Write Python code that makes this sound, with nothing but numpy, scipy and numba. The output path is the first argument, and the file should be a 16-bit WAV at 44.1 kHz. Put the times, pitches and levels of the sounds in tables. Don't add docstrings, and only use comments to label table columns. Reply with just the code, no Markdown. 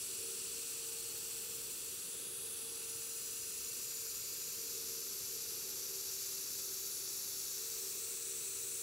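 import sys
import numpy as np
from scipy import signal
from scipy.fft import rfft, irfft, next_fast_len
from scipy.io import wavfile
from scipy.ndimage import uniform_filter1d
from numba import njit

SR = 44100
rng = np.random.default_rng(int(sys.argv[2]) if len(sys.argv) > 2 else 0)


def store_wav(level_fs):
    pcm = np.round(np.clip(np.atleast_2d(level_fs), -1, 1) * 32767)
    wavfile.write(sys.argv[1], SR, pcm.T.astype(np.int16))


N = 388962

# frequency in Hz, relative density in dB per Hz.
REACH_RIGHT = [(1300, -47), (2240, -15), (2930, -5), (3880, -8), (4390, -2), (5000, -8.5), (5340, -1.5),
               (5770, -4.5), (6980, -2.5), (7410, 0.5), (8100, 2), (12140, -9.5), (12920, -5.5),
               (15680, -9)]
TURN_RIGHT = [(1300, -52), (2240, -15), (3530, -1.5), (4050, -9.5), (4480, -6), (5860, -13), (6550, -1.5),
              (7150, -2.5), (9910, 2.5), (11280, -0.5), (12060, -7), (13350, -17), (14730, -20),
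              (15680, -6)]
SET_OFF = [(1300, -45), (2240, -17.5), (2760, -9.5), (3790, -12), (4130, -6.0), (4650, -8.5), (7410, -0.5),
           (8610, -6.5), (9470, -1), (10850, -6), (12140, -16), (12830, -7.5), (13700, -5.5), (15680, -11)]
MID_PANEL = [(1300, -56), (2240, -15.5), (3360, -12.5), (5080, -4.5), (6200, -5.5), (6980, 1), (8530, -9.7),
             (9130, -4), (10680, -11), (12400, -6), (13440, -2), (14210, -7), (14900, -16), (15680, -11)]
LEAN_LEFT = [(1300, -40), (2240, -16), (3190, -11.5), (5000, -2.5), (7320, -0.5), (7750, -7), (8180, -3.5),
             (9730, -13.5), (10340, -4), (12230, -2), (12920, 1), (13780, -5.5), (14640, -15), (15680, -16)]
REACH_LEFT = [(1300, -41), (2240, -19.5), (2930, -19.5), (3960, -8), (5170, -7), (5600, -2.5), (6120, -6),
              (6630, -0.5), (9220, -15), (10340, -5.5), (12920, -8), (13950, -6.5), (14700, -13),
              (15680, -13)]
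COME_BACK = [(1300, -52), (2240, -15.5), (3100, -14), (4220, -8), (4820, -15), (6200, -4), (7580, -1.5),
             (8010, 1), (8440, -1.5), (9470, -8), (10340, -13), (12230, -15), (13350, -8), (15680, -8.5)]
OFF_AXIS = [0.93, .99, 1, 0.81, 0.35, 0.2, 0.36]
# time in seconds, pose 0-6 in the order above, level in dB.
SWEEP = [(0, .2, -43.5), (.6, .01, -43.5), (1.5, .1, -44.5), (1.95, .4, -45), (2.22, .93, -44),
         (2.45, 1.02, -44), (2.7, 1.42, -44), (3.1, 1.95, -44), (3.55, 2.02, -43.5), (3.97, 2.97, -43),
         (4.42, 3.05, -43), (4.85, 3.9, -43), (5.85, 4.05, -43), (6.2, 4.45, -42), (6.62, 4.62, -42.5),
         (6.86, 4.98, -42.5), (7.5, 5.03, -42), (8.18, 5.93, -42.5), (8.82, 6, -42.5)]
# time in seconds, centre in Hz, peak or dip in dB.
HIGH_FRINGE = [(0, 14300, -5), (.4, 13700, -8), (.65, 13600, -2), (1.5, 14000, 4), (1.95, 13600, 4),
               (2.2, 14000, -1), (2.5, 13400, 5), (2.75, 13900, -8), (2.98, 14400, 0), (5, 12300, -3),
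               (6.5, 12500, -2.5), (6.9, 13600, 2), (7.03, 13700, -7), (7.15, 13000, 1), (7.5, 13000, -2),
               (7.8, 13500, 2.5), (8.3, 14400, -3), (8.82, 14400, -2)]
MID_FRINGE = [(0, 10400, 3.5), (.4, 10300, 1.5), (1.9, 10300, -2.5), (2.15, 10400, -3), (2.3, 7300, -9),
              (2.7, 7000, -6), (2.9, 7160, -0.7), (5.6, 8600, -1.5), (6, 8700, -2), (6.85, 10200, -3),
              (6.97, 10000, 6), (7.04, 8000, -6), (7.15, 8300, 2), (7.32, 8100, -7), (7.4, 9800, 4),
              (7.55, 9700, -8), (8.2, 10300, 5), (8.82, 10300, 8.5)]
FRINGE_WIDTH_HZ = 2300, 1000
# frequency in Hz, relative density in dB per Hz.
SKIRT = [(400, -47), (680, -16), (900, -5.5), (1350, 1), (1900, -4), (2200, -10.5), (2500, -20),
         (3000, -43)]
# centre in Hz, width in Hz, gain in dB.
HOUSING = [(2640, 380, 5), (3080, 520, -4), (3646, 150, -1.5), (4780, 200, 4), (5210, 440, -3.5),
           (5850, 500, 4), (6420, 640, -3), (9180, 380, -2.5), (10060, 450, 1), (11200, 450, 2),
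           (11880, 710, -2.5)]
# frequency in Hz, left minus right in dB, lead of left in rad,
# further difference off axis in dB, further lead off axis in rad.
PORTS = [(30, 0, -0.049, 0, 0), (120, -2.5, -0.51, -4, 0), (403, -7.5, -0.53, -2, 0),
         (800, -9.5, -.2, 0, 0), (1050, -5.5, 0.3, 0, 0), (1840, -1, 0.071, -0.5, 0.096),
         (4060, .5, 0.25, 1, -0.1), (6400, 3, 0.29, -1, -0.68), (7400, 4.5, -0.029, -1, -0.97),
         (8200, 9, -0.13, -10, -0.86), (9000, -4, -.1, 6, -0.72), (10000, 2.5, -0.26, -3, -0.62),
         (11400, 2.5, -0.43, -0.5, -.7), (12300, -1.5, -0.11, -2, -0.9), (13900, 1, 0, -2.5, -0.92),
         (15500, 0, 0.21, -3, -.6)]
# frequency in Hz, relative density in dB per Hz.
WALLS = [(1000, -40), (2500, -19), (4000, -15), (5500, -9), (7000, -2), (9000, 0), (12000, -2), (15500, -7)]
# time in seconds, first fan in dB, second fan in dB, sum tone in dB.
FANS = [(0, -73, -68, -86), (.25, -63, -60.5, -83), (.6, -68, -61, -84), (.85, -73, -60, -74.5),
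        (1.45, -74, -62.5, -77.5), (1.8, -74, -65.5, -83), (2.0, -80, -69, -87), (2.2, -70, -65, -83),
        (2.45, -69, -64, -76.5), (3.1, -79, -61.5, -76.5), (3.45, -72, -64, -89), (4.2, -73, -67.5, -91),
        (4.8, -65.5, -60.5, -93), (5.3, -64.5, -65, -85), (5.55, -63.5, -61, -76.5),
        (6.0, -60.5, -65.5, -79), (6.2, -63.5, -74, -80), (7.4, -65.5, -73, -80), (7.65, -63.5, -64, -78),
        (8.2, -62, -63, -87), (8.82, -66, -62.5, -93)]
FAN_HZ = (385.3, 455.5)
# frequency in Hz, relative density in dB per Hz.
RUMBLE = [(15, -30), (25, -8.5), (60, -4), (100, 1.5), (150, -2.5), (220, -13), (300, -21), (500, -50)]
RUSH = [(120, -29), (230, -7.5), (330, -3), (400, 1), (490, -1), (550, -7.5), (680, -20.5), (900, -28)]
# time in seconds, rumble in dB, rush in dB.
DUCTS = [(0, -67.5, -62), (1.3, -68.5, -63), (1.9, -66.5, -63), (2.25, -67, -59), (2.65, -68, -63),
         (5, -68, -62.5), (8.82, -70.5, -64.5)]
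# centre in Hz, width in Hz, gain in dB.
BOOTH = [(94, 7.8, 1), (122, 9, 2), (189, 21, 8.5), (244, 13, 3.5), (376, 27, 3), (515, 10, 3)]

SKIRT_DB, WALLS_DB = -65.5, -54.5
STRAY_DB = -19.5
FLICKER_SETTLES_S = .06
FAN_WAVER_DB, WAVERS_PER_S = 1.6, 13
GUST_DB, GUSTS_PER_S = 0.9, 4.5
DUCT_OPPOSED = 0.17
TOP_HZ = 15750
SIZE = next_fast_len(N, True)
HZ = np.fft.rfftfreq(SIZE, 1 / SR)
LOG_HZ = np.log(HZ + 1)


def jet():
    ahead, aside = spray()
    for table, width_hz in zip((HIGH_FRINGE, MID_FRINGE), FRINGE_WIDTH_HZ):
        hz, db = along_time(table)
        ahead = bell(ahead, hz, float(width_hz), undb(db))
        aside = bell(aside, hz, float(width_hz), undb(db))
    return flutter(ports(ahead, 0) + ports(aside, 0.92))


def spray():
    colours = REACH_RIGHT, TURN_RIGHT, SET_OFF, MID_PANEL, LEAN_LEFT, REACH_LEFT, COME_BACK
    pose, jet_db = along_time(SWEEP)
    pose = np.clip(pose, 0, 6)
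    housing_db = ripple(HOUSING)
    ahead = undb(SKIRT_DB) * irfft(noise(SKIRT), SIZE)
    aside = 0
    for k, (colour, off_axis) in enumerate(zip(colours, OFF_AXIS)):
        nearness = np.clip(1 - np.abs(pose - k), 0, 1)
        power = undb(jet_db) ** 2 * (nearness + undb(STRAY_DB) ** 2)
        hiss = np.sqrt(power) * irfft(noise(colour, housing_db), SIZE)
        ahead = ahead + (1 - off_axis) * hiss
        aside = aside + off_axis * hiss
    return ahead, aside


def flutter(spectrum):
    edges_hz = [0, 3500, 6400, 11800, SR]
    flickering = 0
    for low, high in zip(edges_hz, edges_hz[1:]):
        band = irfft(spectrum * ((HZ >= low) & (HZ < high)), SIZE)
        flickering = flickering + undb(.8 * quick(walk(45))) * band
    return flickering * undb(0.22 * walk(110))


def walls():
    skirt_db = SKIRT_DB - 11
    returns = [undb(WALLS_DB) * noise(WALLS) + undb(skirt_db) * noise(SKIRT) for _ in range(2)]
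    return irfft(returns, SIZE)


def fans():
    phases = []
    for blade_hz in FAN_HZ:
        hz = blade_hz + 0.26 * walk(2.91)
        phases.append(np.cumsum(2 * np.pi * hz / SR) + 2 * np.pi * rng.random())
    phases.append(sum(phases))
    tones = 0
    for phase, db in zip(phases, along_time(FANS)):
        gain = undb(db + FAN_WAVER_DB * walk(WAVERS_PER_S))
        tones = tones + np.sqrt(2) * gain * np.sin(phase)
    return tones


def ducts():
    ringing, opposed, booth_db = 0, 0, ripple(BOOTH)
    for colour, db in zip((RUMBLE, RUSH), along_time(DUCTS)):
        gain = undb(db + GUST_DB * walk(GUSTS_PER_S))
        ringing = ringing + gain * irfft(noise(colour, booth_db), SIZE)
        opposed = opposed + DUCT_OPPOSED * gain * irfft(noise(colour), SIZE)
    return ringing, opposed * np.array([[.5], [-1]])


def ports(x, off_axis):
    db, rad, more_db, more_rad = along_hz(PORTS)
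    level = undb((db + off_axis * more_db) / 2)
    tilt = level * np.exp(.5j * (rad + off_axis * more_rad))
    pair = np.array([tilt, 1 / tilt])
    return rfft(x) * 2 * pair / np.abs(pair.sum(axis=0))


@njit
def bell(x, hz, width_hz, gain):
    y, band, low = np.empty(len(x)), 0., 0.
    for i in range(len(x)):
        g = np.tan(np.pi * hz[i] / SR)
        damping = width_hz / hz[i]
        v = (band + g * (x[i] - low)) / (1 + g * (g + damping))
        band = 2 * v - band
        low = low + 2 * g * v
        y[i] = x[i] + (gain[i] - 1) * damping * v
    return y


def ripple(modes):
    return sum(db / (1 + (2 * (HZ - hz) / width) ** 2) for hz, width, db in modes)


def noise(colour, ripple_db=0):
    real, imaginary = rng.standard_normal((2, len(HZ)))
    spectrum = undb(along_hz(colour)[0] + ripple_db) * (real + 1j * imaginary)
    return spectrum * SIZE / np.sqrt(2 * np.sum(np.abs(spectrum) ** 2))


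def walk(rate):
    levels = rng.standard_normal(int(SIZE / SR * rate) + 2)
    return 1.2 * np.interp(np.arange(SIZE) * rate / SR, np.arange(len(levels)), levels)


def quick(level):
    return level - uniform_filter1d(level, int(FLICKER_SETTLES_S * SR))


def undb(db):
    return np.exp(np.asarray(db) * np.log(10) / 20)


def along_hz(table):
    hz, *columns = np.transpose(table)
    return [np.interp(LOG_HZ, np.log(hz), column) for column in columns]


def along_time(table):
    seconds, *columns = np.transpose(table)
    return [np.interp(np.arange(SIZE) / SR, seconds, column) for column in columns]


def scene():
    ringing, opposed = ducts()
    extraction = irfft(ports(ringing + fans(), 0), SIZE)
    return (jet() + walls() + extraction + opposed)[:, :N]


def record(dry):
    low_pass = signal.ellip(16, .2, 80, TOP_HZ, fs=SR, output="sos")
    return signal.sosfilt(low_pass, dry)


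dry = scene()
out = record(dry)
store_wav(out)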